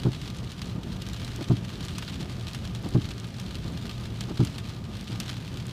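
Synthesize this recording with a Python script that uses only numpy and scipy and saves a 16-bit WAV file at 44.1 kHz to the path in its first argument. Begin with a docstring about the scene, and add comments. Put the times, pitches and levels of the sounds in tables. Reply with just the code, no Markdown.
"""Wipers turning on the windshield of a car in heavy rain, heard from behind the dashboard. Each top
turn is a deep thump of ringing body modes and a rubber scuff; softer knocks come around it and at the bottom.
Large drops splat as coloured noise bursts over a fine patter of random drops and a wash of water film.
Beneath lie the boom and rumble of the road, made of filtered noise, and low narrow-band hums."""
import sys
import numpy as np
from scipy import signal
from scipy.fft import rfft, irfft
from scipy.io import wavfile

SR = 44100
rng = np.random.default_rng(int(sys.argv[2]) if len(sys.argv) > 2 else 0)


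def waveform_to_disk(signal):
    """Save audio, clipped to [-1, 1], as 16-bit WAV at the path in sys.argv[1]."""
    frames = np.transpose(np.atleast_2d(signal))
    scaled = np.clip(frames, -1, 1) * 32767
    samples = np.round(scaled).astype(np.int16)
    wavfile.write(sys.argv[1], SR, samples)


N = 252243
TIME = np.arange(N) / SR  # seconds

# colour of a drop heard through the glass: frequency_hz, gain_db [relative]
GLASS_COLOUR = [(300, -41), (800, 4), (1500, 3.5), (2100, 1), (3150, 7), (4100, 8), (5500, -0.5),
                (8000, -7), (12000, -16.5), (15500, -22)]


def amp(db):
    """Decibels to gain."""
    return 10 ** (np.asarray(db) / 20)


def unit(x):
    """Scales to rms 1."""
    return x / np.sqrt(np.mean(x ** 2) + 1e-20)


def curve(rows):
    """A table of (time_s, value) at every sample."""
    return np.interp(TIME, *np.transpose(rows))


def add(mix, s, sound):
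    """Mixes a sound in at time s; what falls outside the mix is dropped."""
    start = round(s * SR)
    sound = sound[max(-start, 0):]
    part = mix[max(start, 0):][:len(sound)]
    part += sound[:len(part)]


def colour(x, points, size=4096):
    """Minimum-phase filter through (frequency_hz, gain_db) points, so that attacks stay sharp."""
    hz, db = np.transpose(points)
    bins_hz = abs(np.fft.fftfreq(size, 1 / SR))
    gain_db = np.interp(np.log(bins_hz + 1), np.log(hz), db)
    log_gain = np.log(amp(gain_db))
    # the Hilbert transform of the log gain gives the minimum phase
    spectrum = np.exp(np.conj(signal.hilbert(log_gain)))
    taps = np.fft.ifft(spectrum).real[:size // 2]
    return signal.fftconvolve(x, taps)[:len(x)]


def wander(top_hz, count=24):
    """Slow random drift of rms 1: sines with rates over the two octaves below top_hz."""
    t = TIME[::64]  # a coarse grid is enough for slow motion
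    rates = np.geomspace(top_hz / 4, top_hz, count)
    drift = sum(np.sin(2 * np.pi * (hz * t + rng.random())) for hz in rates)
    return np.interp(TIME, t, unit(drift))


def band_noise(hz, half_width_hz):
    """Noise in one narrow resonance, 6 dB down at half_width_hz to either side; it wavers by itself."""
    f = np.fft.rfftfreq(N, 1 / SR)
    spectrum = rfft(rng.standard_normal(N))
    return unit(irfft(spectrum / (1 + ((f - hz) / half_width_hz) ** 2), N))


def road(rumble_db=-37.5, boom_db=-5.0, follow=0.15):
    """The body booms with the road surface; tyres and spray rumble in small lumps, with narrow hums."""
    # tyre rumble and the wash of spray under the car: frequency_hz, density_db [per Hz, relative]
    rumble_colour = [(40, -29), (90, -1), (135, -3), (185, -1), (240, -8.5), (320, -14), (390, -15.5),
                     (470, -20.5), (800, -26.5), (1500, -32.5), (4000, -54)]
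    # deep boom of the car body: frequency_hz, density_db [per Hz, relative]
    boom_colour = [(20, -32), (30, -10), (42, -2.5), (60, 3), (88, 1), (110, -7), (160, -23.5), (400, -58)]
    # roughness of the road as the level of the boom it drives: time_s, level_db [before boom_db]
    roughness = [(0.0, -29), (0.12, -38.5), (0.6, -41), (0.68, -35.5), (2.52, -40), (3.04, -32), (3.2, -46),
                 (3.7, -31), (3.84, -46), (4.02, -32.5), (4.22, -40.0), (5.72, -40.5)]
    # narrow resonances of tyres and wiper motor: centre_hz, half_width_hz, level_db
    hum_rows = [(117.6, 9.6, -40.5), (1216, 20, -61.5), (675, 17, -64.5)]
    surface = curve(roughness)
    # small random bumps: rms depth 1.1 dB, fastest rate 11 Hz
    lumps = amp(1.1 * wander(11))
    boom = amp(boom_db + surface) * unit(colour(rng.standard_normal(N), boom_colour, size=16384))
    # the rumble follows the roughness only a little
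    rumble_level = rumble_db + follow * (surface - surface.mean())
    rumble = amp(rumble_level) * unit(colour(rng.standard_normal(N), rumble_colour, size=16384))
    hums = sum(amp(db) * band_noise(hz, half_width) for hz, half_width, db in hum_rows)
    return lumps * (boom + rumble) + hums


def cabin(x, wet_db=-6, t60=.05):
    """The small padded cabin smears each splash into a short, diffuse tail (t60 in s)."""
    power = signal.lfilter([1], [1, -amp(-120 / (t60 * SR))], x ** 2)
    tail_colour = [(400, -30), (1500, 0.5), (2100, 0.0), (3200, 5.0), (4200, -3), (6000, -8), (15000, -20.5)]
    tail = colour(np.sqrt(power) * rng.standard_normal(N), tail_colour)
    return x + amp(wet_db) * x.std() * unit(tail)


def drops(per_s, size_db, splash_s, largest=4):
    """A random shower: each drop is a tiny burst of spray that decays with time constant splash_s."""
    # sizes are exponential in dB, capped at largest * size_db
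    size = amp(size_db * np.minimum(rng.exponential(1, N), largest))
    hits = size * (rng.random(N) < per_s / SR)
    power = signal.lfilter([1], [1, -np.exp(-2 / (splash_s * SR))], hits ** 2)
    return np.sqrt(power) * rng.standard_normal(N)


def patter(taps_db=-3.5, ticks_db=-15.5, wash_db=-7.5, wash_follow=0.83):
    """Dull taps of middling drops and crisp ticks of tiny ones, over the steadier wash of the water film."""
    # how hard the rain beats on the glass: time_s, level_db [before each layer's own level]
    rain_rows = [(0.0, -47.0), (0.34, -44.5), (0.46, -52.5), (0.54, -45.5), (0.76, -49), (1.46, -42.5),
                 (1.56, -46.5), (1.94, -45), (2.6, -46), (2.76, -47.5), (3.14, -45), (3.22, -48.5),
                 (3.78, -45.5), (4.28, -47), (4.38, -43.5), (4.82, -51), (5.1, -44), (5.72, -48.5)]
    tick_colour = [(1500, -25), (4000, 5.0), (7000, 0.0), (10000, -5.5), (15000, -19.0)]
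    wash_colour = [(500, -4.5), (1200, -0.5), (2000, 0.0), (3200, 1.5), (4300, 0), (6000, -6),
                   (9000, -16), (15000, -27.5)]
    taps = colour(drops(per_s=600, size_db=5.5, splash_s=0.0031, largest=3.76), GLASS_COLOUR + [(20000, -25)])
    ticks = colour(drops(per_s=120, size_db=10.0, splash_s=0.00018, largest=3.4), tick_colour)
    wash = colour(rng.standard_normal(N), wash_colour)
    # quick random flurries: rms depth 1.54 dB, fastest rate 14 Hz
    rain = curve(rain_rows) + 1.54 * wander(14)
    film = rain.mean() + wash_follow * (rain - rain.mean())
    falling = amp(rain + taps_db) * unit(taps) + amp(rain + ticks_db) * unit(ticks)
    return falling + amp(film + wash_db) * unit(wash)


def splats(grain_db=3, level_db=0.0, bright_db=16, body_db=13, tint_share=0.94, most_db=12):
    """A large drop strikes, then its rim breaks into droplets for a few milliseconds."""
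    # large drops on the glass: start_s, level_db, bright_share_db, body_share_db
    # [shares steer the treble and the sound below 2.2 kHz, after offset, scaling and limits]
    splat_rows = [(0.034, -33, -18, -16), (0.5, -41, -20, -26), (0.518, -35, -10, -26),
                  (0.6175, -31, -14, -12), (1.02, -32.5, -14, -30), (1.065, -37.5, -20, -19),
                  (1.1329, -34, -9, -19), (1.247, -34, -11, -26), (1.8504, -36, 5, -24),
                  (1.8838, -32, -29, -26), (1.9828, -30.5, 8, -8), (2.023, -31.5, -31, -7),
                  (2.079, -32, -24, -16), (2.5471, -34, -9, -8), (2.7493, -34, -14, -17),
                  (3.1079, -37, -16, -11), (3.3985, -34, -9, -18), (3.5537, -31.5, -22, -18),
                  (3.894, -31.5, -30, -29), (4.208, -28.5, -11.5, -30), (4.4498, -31.5, -8, -24),
                  (4.582, -32, -12, -10), (5.2012, -26, 20, -14), (5.572, -37.5, -10, -15)]
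    # heavy drops, with more low sound, splash for longer: body_share_db, decay_s [time constant]
    splash_time = [(-16.5, 0.003), (-5, 0.0055)]
    strike_db, strike_s = -5, 0.00064  # level relative to the splash, decay time constant
    out, t = np.zeros(N), np.arange(SR // 20) / SR
    hz, glass_db = np.transpose(GLASS_COLOUR)
    for s, db, bright, body in splat_rows:
        spread_s = np.interp(body, *np.transpose(splash_time))
        envelope = amp(strike_db) * np.exp(-t / strike_s) + np.exp(-t / spread_s)
        grain = amp(grain_db * rng.standard_normal(len(t)))
        burst = rng.standard_normal(len(t)) * grain * envelope
        # small fast drops hiss, big slow ones tap
        hiss = (bright + bright_db) * np.clip(np.log2(hz / 4000), 0, 1)
        tap = (body + body_db) * (hz < 2200)
        tint = np.clip(tint_share * (hiss + tap), -7, most_db)
        drop = colour(burst, np.transpose([hz, glass_db + tint]), size=1024)
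        # equal energy for equal level and splash time
        drop = drop / np.linalg.norm(drop) * np.sqrt(spread_s * SR / 2)
        add(out, s, amp(db + level_db) * drop)
    return out


def ring(pitch, rise_cycles, weight):
    """One blow on the windshield: modes of alternating sign, the low ones swelling slowest."""
    # what windshield and cabin ring with: mode_hz [before pitch], level_db [before weight], t60_s
    modes = [(50.3, -9.5, 0.11), (86, -15, 0.19), (109.5, 8.5, 0.057), (157, 7.5, 0.038), (227, 3, 0.027),
             (289.6, -6, 0.083), (319.5, -5.5, 0.08), (382, -2.5, 0.031)]
    t = np.arange(SR // 4) / SR
    out = np.zeros(len(t))
    for k, (hz, db, t60) in enumerate(modes):
        swell = 1 - np.exp(-t * hz / rise_cycles)
        decay = amp(-60 * t / t60)
        tone = np.sin(2 * np.pi * hz * pitch * t)
        out += (-1) ** k * amp(db) * weight(hz) * swell * decay * tone
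    return out


def scuff(length_s):
    """A rubber lip flips over on wet glass: a brief swell of dull friction noise."""
    t = np.arange(SR // 8) / SR
    rub_colour = [(200, -28), (450, 5.5), (600, 4), (1000, -0.5), (1500, -8), (4000, -59)]
    rub = colour(rng.standard_normal(len(t)), rub_colour)
    return unit(rub) * 2 * t / length_s * np.exp(-(t / length_s) ** 2)


def wipers(flip_s=0.019, knock_octaves=0.99, mount_hz=450):
    """Each top turn is a quick run of blows with a slap of rubber; the knocks ring a part of the same body."""
    # one row per wiper cycle, timed at the top turn:
    # start_s, level_db, lip_slap_db [relative to level_db], pitch_factor
    turns = [(0.0468, -16, -18.5, 1.03), (1.4955, -14, -21, .99), (2.9442, -13.5, -21, 0.994),
             (4.3915, -14, -21, .99)]
    # contacts within one turn, as the two blades flip and the linkage takes up its play:
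    # delay_s, level_db [relative to the turn], corner_hz [of the cushioned blow]
    contacts = [(0.0, 0, 403), (0.0151, 0, 800), (0.0325, -5, 397)]
    # softer knocks of the linkage, as the arms brake before the top turn and each blade turns at the bottom:
    # delay_s [after the top turn], level_db, centre_hz, scuff_db, scuff_s [envelope scale]
    knock_rows = [(-0.114, -34, 260, -45, 0.019), (-0.090, -27, 295, -39.5, .014),
                  (-0.026, -40.5, 333, -55, 0.014), (0.701, -31.5, 210, -49, 0.027),
                  (0.728, -30.5, 170, -49.5, 0.039), (0.795, -35.5, 219, -56, 0.032)]
    blows, rubber = np.zeros((2, N))
    for s, db, lip_db, pitch in turns:
        for delay, contact_db, corner_hz in contacts:
            blow = ring(pitch, rise_cycles=0.46, weight=lambda hz: 1 / np.hypot(1, (hz / corner_hz) ** 2))
            add(blows, s + delay, amp(db + contact_db) * blow)
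        add(rubber, s, amp(db + lip_db) * scuff(flip_s))
        for delay, knock_db, centre, scuff_db, scuff_s in knock_rows:
            knock = ring(pitch, rise_cycles=0.55,
                         weight=lambda hz: 2 * np.exp(-(np.log2(hz / centre) / knock_octaves) ** 2))
            add(blows, s + delay, amp(knock_db) * knock)
            add(rubber, s + delay, amp(scuff_db) * scuff(scuff_s))
    # the soft mounts of the linkage let only the low part of each blow into the cabin
    mounts = signal.butter(6, mount_hz, fs=SR, output="sos")
    return signal.sosfilt(mounts, blows) + rubber


def scene():
    """Wipers, rain and road as heard behind the dashboard."""
    large_drops = cabin(splats(), wet_db=-4.0, t60=0.074)
    fine_rain = cabin(patter(), wet_db=-5.5, t60=0.058)
    return (wipers() + large_drops + fine_rain + road())[None]


def record(dry):
    """The microphone's upper band limit: a steep linear-phase low-pass."""
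    edge_hz = 15450
    lowpass = signal.firwin(511, edge_hz, window=("kaiser", 9), fs=SR)
    return signal.oaconvolve(dry, lowpass[None], "same")


dry = scene()
out = record(dry)
waveform_to_disk(out)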